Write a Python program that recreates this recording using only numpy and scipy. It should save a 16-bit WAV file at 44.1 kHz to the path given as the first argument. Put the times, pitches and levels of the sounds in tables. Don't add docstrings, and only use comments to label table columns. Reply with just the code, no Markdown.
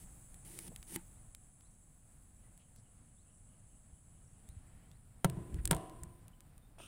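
import sys
import numpy as np
from scipy import signal
from scipy.fft import rfft, irfft
from scipy.io import wavfile

SR = 44100
rng = np.random.default_rng(int(sys.argv[2]) if len(sys.argv) > 2 else 0)


def digitize_waveform(pressure):
    field = np.atleast_2d(pressure).T
    bounded = np.clip(field, -1, 1)
    quanta = np.round(bounded * 32767).astype(np.int16)
    wavfile.write(sys.argv[1], SR, quanta)


N = 302965
T = np.arange(N) / SR


def knocks():
    # start in seconds, then levels in dB of crack, wood ring, low thump and steel ring.
    blows = [(5.2463, -19.5, -27.5, -24.5, -52), (5.370, -61, -68, -38, -64.5),
             (5.7115, -14, -29.5, -28.5, -43), (5.730, -35, -34, -41, -52), (6.033, -56, -78, -48.5, -71.5)]
    # pitch in Hz, level in dB, t60 in s.
    wood_modes = [(294, -12, .04), (398, 0.5, .035), (552, -9.5, 0.092), (623, -11.5, 0.031),
                  (750, -8, 0.05), (916, -10.5, 0.057), (1094, -19, 0.059), (1362, -1.5, 0.03),
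                  (1546, -15, 0.044), (2060, -3, 0.018), (2190, -28, 0.028), (3080, -9, 0.013),
                  (3300, -11, 0.01), (3870, -19, 0.019), (5450, -20, 0.009)]
    bending_modes = [(127.7, -14, 0.38), (150, -5, 0.13), (173.8, -5, .11)]
    steel_modes = [(179, -5, 0.63), (318, -7, 0.8), (351.6, -5, 1.15), (403, -13, 0.93), (454, -6, 0.7),
                   (606, -15.5, 1), (662, -5, 0.78), (694, -14.5, 1.1), (754, -14, 1.1), (925, 9, 0.085),
                   (980, -12, 0.92), (1010, -9.5, 1.25), (1046, -14, 1.3), (1116, -14, 0.7),
                   (1290, -22, 0.63), (1600, -16, 0.08), (1980, -7, .06), (2234, -28, 0.55),
                   (2790, -23, 0.55), (2995, -25.5, 0.83)]
    # frequency in Hz, relative level in dB.
    crack_spectrum = [(200, -12), (700, 5), (1500, -3.5), (3300, -5), (5100, -9.5), (6200, -10), (8000, -4),
                      (9400, 4.5), (11500, -9.5), (15000, -7.5), (16000, -13)]
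    bridge_spectrum = [(120, -13.5), (330, 6.5), (520, -2.5), (750, 2), (880, -7.5), (1030, 0), (1250, -11),
                       (1600, -14.5), (3000, -20), (4500, -31.5), (7000, -30), (9300, -16.5), (15000, -43)]
    touch_s, rebound_s = .002, .006
    crack, body, crunch, wash = np.zeros((4, N))
    for s, crack_db, wood_db, thump_db, steel_db in blows:
        for lag, db in [(-touch_s, -13), (0, 0), (rebound_s, -15.5)]:
            add(crack, s + lag, undb(crack_db + db) * burst(t60=0.0072))
        add(body, s, undb(wood_db) * ring(wood_modes, scatter_db=1.8, detune=0.011))
        add(crunch, s, undb(wood_db - 13.5) * burst(t60=0.07))
        thump = undb(thump_db) * ring(bending_modes, scatter_db=2.5, detune=.005)
        add(body, s + 0.0035, thump)
        add(body, s + 0.0036 + rebound_s, undb(-3) * thump)
        add(body, s, undb(steel_db) * ring(steel_modes, scatter_db=0.1, detune=0.00062))
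        add(body, s, undb(steel_db - 11.5) * ring(steel_modes, scatter_db=2.0, detune=0.0053))
        add(wash, s, undb(steel_db) * burst(t60=0.81))
    crunch = colour(crunch, [(300, -10), (1500, 1), (2600, -5), (6000, -20.5)])
    bridge = undb(-2) * colour(wash, bridge_spectrum)
    rattle = undb(-15) * resonate_twice(wash, hz=2700, width=1400)
    return colour(crack, crack_spectrum) + body + crunch + bridge + rattle


def ticks():
    # start in seconds, level in dB, relative level of the dull body in dB.
    snaps = [(0.3426, -38.5, -16), (0.5889, -23, -13.5), (0.679, -34, -10), (0.7608, -29, -11),
             (0.8278, -34.5, -2), (1.3481, -31, -10.5), (1.608, -47, -4), (2.5761, -43, -19),
             (2.761, -43, -20), (4.4885, -38, -21), (4.9143, -46, 2), (5.298, -28, -11),
             (5.5432, -35, -9.5), (5.6538, -14, -22.5), (5.675, -19, -16), (5.7215, -23, -22),
             (5.7473, -24.5, -19), (5.7651, -30.5, -13), (5.896, -40.5, -3), (6.0341, -29.5, -23),
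             (6.2807, -38.5, -18), (6.4053, -37.5, -19), (6.579, -43.5, -15)]
    out = np.zeros(N)
    for s, db, body_db in snaps:
        push = 0.12 * burst(t60=.011)
        push[0] = 1
        push = np.pad(push, (0, 512))
        bright = resonate(resonate(push, 8500, 2600), 9300, 7500)
        top = undb(-11.5) * resonate(push, 13800, 2600)
        body = resonate(push, 3900, 4200) + 0.46 * resonate(push, 2000, 1200)
        tick = 0.14 * push + bright + top + undb(body_db + 5.5) * body
        add(out, s + .0009, undb(db - 0.7) * tick / np.abs(tick).max())
    return out


def hand():
    # start and end of a stroke in seconds, first and last level in dB.
    strokes = [(-0.01, 0.044, -60.5, -62.5), (0.444, 0.687, -56.5, -53.5), (0.866, 0.961, -59.5, -45)]
    # pitch in Hz, level in dB, t60 in seconds.
    grip_modes = [(180, -1, 0.13), (250, -4.5, .07), (329, 1.5, .085), (815, -15.5, 0.15), (895, -17, 0.12),
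                  (1980, -6.5, 0.037), (2200, -13, 0.037), (2980, -5, 0.026)]
    # frequency in Hz, relative level in dB.
    palm_spectrum = [(100, 1), (200, 4), (350, 3.5), (600, -11), (850, -6), (1150, -16), (1900, -9),
                     (4200, -12.5), (7000, -9), (8200, -5.5), (9300, 5), (11500, -7), (15500, -11.5)]
    speed = np.zeros(N)
    for start, end, first_db, last_db in strokes:
        speed += gate(start, end + 0.0058, edge=0.0082) * curve([(start, first_db), (end, last_db)])
    speed *= undb(0.83 * walk(89.4))
    grip = ring(grip_modes, scatter_db=1.5, detune=0.0037)
    out = colour(friction(grain_db=5.0), palm_spectrum) * speed
    out += undb(-7.5) * excite(friction(grain_db=1) * speed, grip)
    tap_s = 0.96
    tap_spectrum = [(900, -9.5), (2400, 0), (5500, -12), (9400, 3.5), (12000, -6), (15500, -4)]
    snap = np.pad(burst(t60=.016), (0, 1024))
    add(out, tap_s, undb(-29.5) * colour(snap, tap_spectrum))
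    add(out, tap_s + 0.00102, undb(-40) * grip)
    add(out, tap_s, undb(-49) * resonate_twice(burst(t60=0.19), hz=1500, width=2600))
    return out


def bumps():
    # start in seconds, level in dB.
    contacts = [(3.928, -46), (4.492, -43), (4.566, -41.5), (5.539, -30), (5.586, -34), (5.602, -33.5),
                (5.646, -31), (5.694, -30.5), (5.746, -33.5), (6.021, -43), (6.066, -43.5)]
    rock_hz, rise_s = 61, 0.0061
    out = np.zeros(N)
    t = T[:SR // 4]
    swell = t / rise_s * np.exp(1 - t / rise_s)
    for s, db in contacts:
        hz = rock_hz * np.exp(.12 * rng.normal())
        add(out, s, -undb(db) * swell * np.sin(2 * np.pi * hz * t))
    return out


def drag():
    rumble = undb(-49.5) * band(noise(), hz=91, width=125)
    groan = undb(-60) * band(friction(grain_db=3.5), hz=339, width=80)
    grit = undb(-74.5) * band(friction(grain_db=5), hz=1600, width=1800)
    pressure = undb(1.8 * walk(30))
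    return (rumble + groan + grit) * gate(5.25, 5.82, edge=0.049) * pressure


def scuffs():
    # start and length in seconds, centre in Hz, level in dB.
    rubs = [(0.673, 0.068, 169, -52), (0.715, 0.026, 513, -58.5), (2.585, 0.073, 2840, -76),
            (2.753, 0.076, 5030, -77), (4.565, .5, 1760, -80), (5.361, 0.055, 340, -50),
            (5.487, .07, 340, -57), (5.579, 0.037, 1700, -61)]
    out = np.zeros(N)
    for s, length, hz, db in rubs:
        progress = np.linspace(0, 1, int(length * SR))
        swell = np.sin(np.pi * progress ** 0.66) ** 2
        rub = band(friction(grain_db=5.0), hz, width=0.61 * hz)[-len(progress):]
        add(out, s, undb(db) * swell * rub)
    return out


def scrape():
    # frequency in Hz, relative level in dB.
    rasp_spectrum = [(300, 1), (1000, -15), (1400, -3), (1900, -23.5), (2650, 0.5), (3400, -5.5),
                     (4300, -21), (5600, -14.5), (7700, -17), (9200, -1.5), (10500, -20), (15500, -24)]
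    catches = np.zeros(N)
    for s, db in [(6.7835, -21.5), (6.788, -31), (6.794, -26), (6.8012, -17), (6.8043, -18.5)]:
        add(catches, s, undb([db]))
    clunks = undb(2.5) * resonate(resonate(catches, 660, 520), 570, 970)
    rasp = colour(friction(grain_db=0.5), rasp_spectrum) * undb(0.65 * walk(160))
    slip = gate(6.783, 7, edge=0.0029) * curve([(6.783, -61.5), (6.82, -55.5), (6.87, -58.5)])
    return clunks + rasp * slip


def insects():
    # centre and width in Hz, relative level in dB, change at deck height in dB.
    voices = [(6560, 390, -11.5, -5), (7785, 630, 0, -2.5), (9210, 800, 1, 2.5), (9860, 710, -2, -5)]
    # time in seconds, level in dB.
    chorus_level = [(0.0, -63), (0.84, -64.5), (1.93, -70), (4.21, -69), (5.26, -73.5), (5.45, -69),
                    (5.78, -68.5), (6.31, -77.5), (6.87, -79.5)]
    lowered = np.interp(T, [4.2, 5.8], [0, 1])
    out = np.zeros(N)
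    for hz, width, db, lowered_db in voices:
        throb = 1 + 0.092 * tone(9.9 + 0.79 * walk(1.2))
        flicker_db = (1.0 + 1.2 * lowered) * walk(25)
        out += undb(db + lowered_db * lowered + flicker_db) * throb * band(noise(), hz, width)
    return out * curve(chorus_level) * undb(-4.5)


def birds():
    # start in seconds, level in dB.
    whistles = [(1.125, -85), (1.605, -82), (3.152, -82), (4.452, -79), (4.890, -80)]
    chips = [(1.670, -82), (2.325, -85), (3.310, -84), (4.240, -81)]
    # start and length in seconds, pitch in Hz, level in dB.
    peeps = [(2.406, .12, 1950, -81), (6.330, 0.013, 2970, -70.5), (6.61, .08, 3590, -82)]
    out = np.zeros(N)
    for s, db in whistles:
        add(out, s, undb(db) * bird_note(length=.087, first_hz=3080, last_hz=4630))
    for s, db in chips:
        for k in range(3):
            add(out, s + k * .032, undb(db) * bird_note(length=0.013, first_hz=6100, last_hz=5300))
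    for s, length, hz, db in peeps:
        add(out, s, undb(db) * bird_note(length, hz, 1.025 * hz))
    syllables = np.maximum(np.sin(2 * np.pi * 4.6 * (T - 2.38)) + 0.43, 0) * gate(2.38, 4.9, edge=0.023)
    flutter = undb(2.5 * walk(70))
    twitter = flutter * syllables * tone(2950 + 220 * walk(260))
    out += undb(-87.5) * twitter
    echo = excite(out, burst(t60=0.73))
    return out + undb(-7.5) * echo


def bird_note(length, first_hz, last_hz):
    size = int(length * SR)
    progress = np.linspace(0, 1, size)
    glide_hz = first_hz + (last_hz - first_hz) * progress ** 1.15
    waver = 1 + .014 * walk(450)[:size]
    flutter = undb(3.6 * walk(150)[:size])
    return flutter * np.sin(np.pi * progress) * tone(glide_hz * waver)


def air():
    # frequency in Hz, relative level in dB.
    rumble_spectrum = [(12, -24), (20, 0), (47, -3), (69, -8), (108, -4.5), (143, -9.5), (241, -17),
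                       (397, -30), (736, -28), (956, -33), (1210, -33.5), (2140, -38.5), (5800, -50.5),
                       (7540, -77.5), (12800, -120)]
    hiss_spectrum = [(1000, -4.5), (3000, -7), (5500, -10.5), (9300, 0), (11800, -4), (13000, 0),
                     (15300, 1.5), (15900, -10)]
    # time in seconds, relative level in dB.
    breeze_level = [(0, 4), (1.1, 4), (1.6, 0), (4.3, 1), (4.65, 4.5), (5.1, 1), (6.2, 4.5), (6.87, 0)]
    hiss_level = [(0.0, -75), (0.46, -81), (0.65, -75), (1.07, -77.5), (1.34, -88), (1.78, -88), (2.2, -84),
                  (3.25, -92.5), (5.09, -86), (5.47, -79.5), (6.75, -84), (6.87, -84)]
    rumble = colour(noise(), rumble_spectrum) * undb(-61.5 + 1.33 * walk(11)) * curve(breeze_level)
    hiss = colour(friction(grain_db=4.5), hiss_spectrum) * curve(hiss_level) * undb(4.2 + 1.2 * walk(34))
    return rumble + hiss + undb(-88) * noise()


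def undb(db):
    return 10 ** (np.asarray(db) / 20)


def unit(x):
    return x / np.sqrt(np.mean(x ** 2))


def noise(size=N):
    return rng.standard_normal(size)


def tone(hz):
    return np.sin(2 * np.pi * np.cumsum(hz) / SR)


def curve(rows):
    return undb(np.interp(T, *np.transpose(rows)))


def walk(rate):
    return 1.1 * np.interp(T * rate, np.arange(4096), noise(size=4096))


def colour(x, spectrum):
    hz, db = np.transpose(spectrum)
    gain = undb(np.interp(np.log(np.fft.rfftfreq(8192, 1 / SR) + 1), np.log(hz), db))
    cepstrum = irfft(np.log(unit(gain)))
    half = len(cepstrum) // 2
    cepstrum[1:half] *= 2
    cepstrum[half + 1:] = 0
    return signal.fftconvolve(x, irfft(np.exp(rfft(cepstrum))))[:len(x)]


def resonate(x, hz, width):
    return signal.lfilter(*signal.iirpeak(hz, hz / width, fs=SR), x)


def resonate_twice(x, hz, width):
    return resonate(resonate(x, hz, width), hz, width)


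def band(x, hz, width):
    return unit(resonate_twice(x, hz, width))


def excite(x, response):
    return signal.fftconvolve(x, response / np.linalg.norm(response))[:N]


def fade(t60):
    return np.exp(-np.log(1000) * T[:int(t60 * SR) + 2] / t60)


def add(out, s, x):
    i = int(s * SR)
    out[i:i + len(x)] += x[:max(N - i, 0)]


def ring(modes, scatter_db, detune):
    out = np.zeros(2 * SR)
    for hz, db, t60 in modes:
        decay = fade(t60)
        gain = undb(db + scatter_db * rng.normal())
        pitch = hz * (1 + detune * rng.normal())
        add(out, 0, gain * decay * np.sin(2 * np.pi * pitch * T[:len(decay)]))
    return out


def burst(t60):
    decay = fade(t60)
    return noise(size=2 * SR)[:len(decay)] * decay


def gate(start, end, edge):
    return np.clip((T - start) / edge, 0, 1) * np.clip((end - T) / edge, 0, 1)


def friction(grain_db):
    return unit(noise() * undb(grain_db * noise()))


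def scene():
    bow = knocks() + ticks() + bumps() + hand() + drag() + scuffs() + scrape()
    return (bow + insects() + birds() + air())[None]


def record(dry):
    return signal.sosfilt(signal.ellip(8, .2, 70, 16000, fs=SR, output="sos"), dry)


dry = scene()
out = record(dry)
digitize_waveform(out)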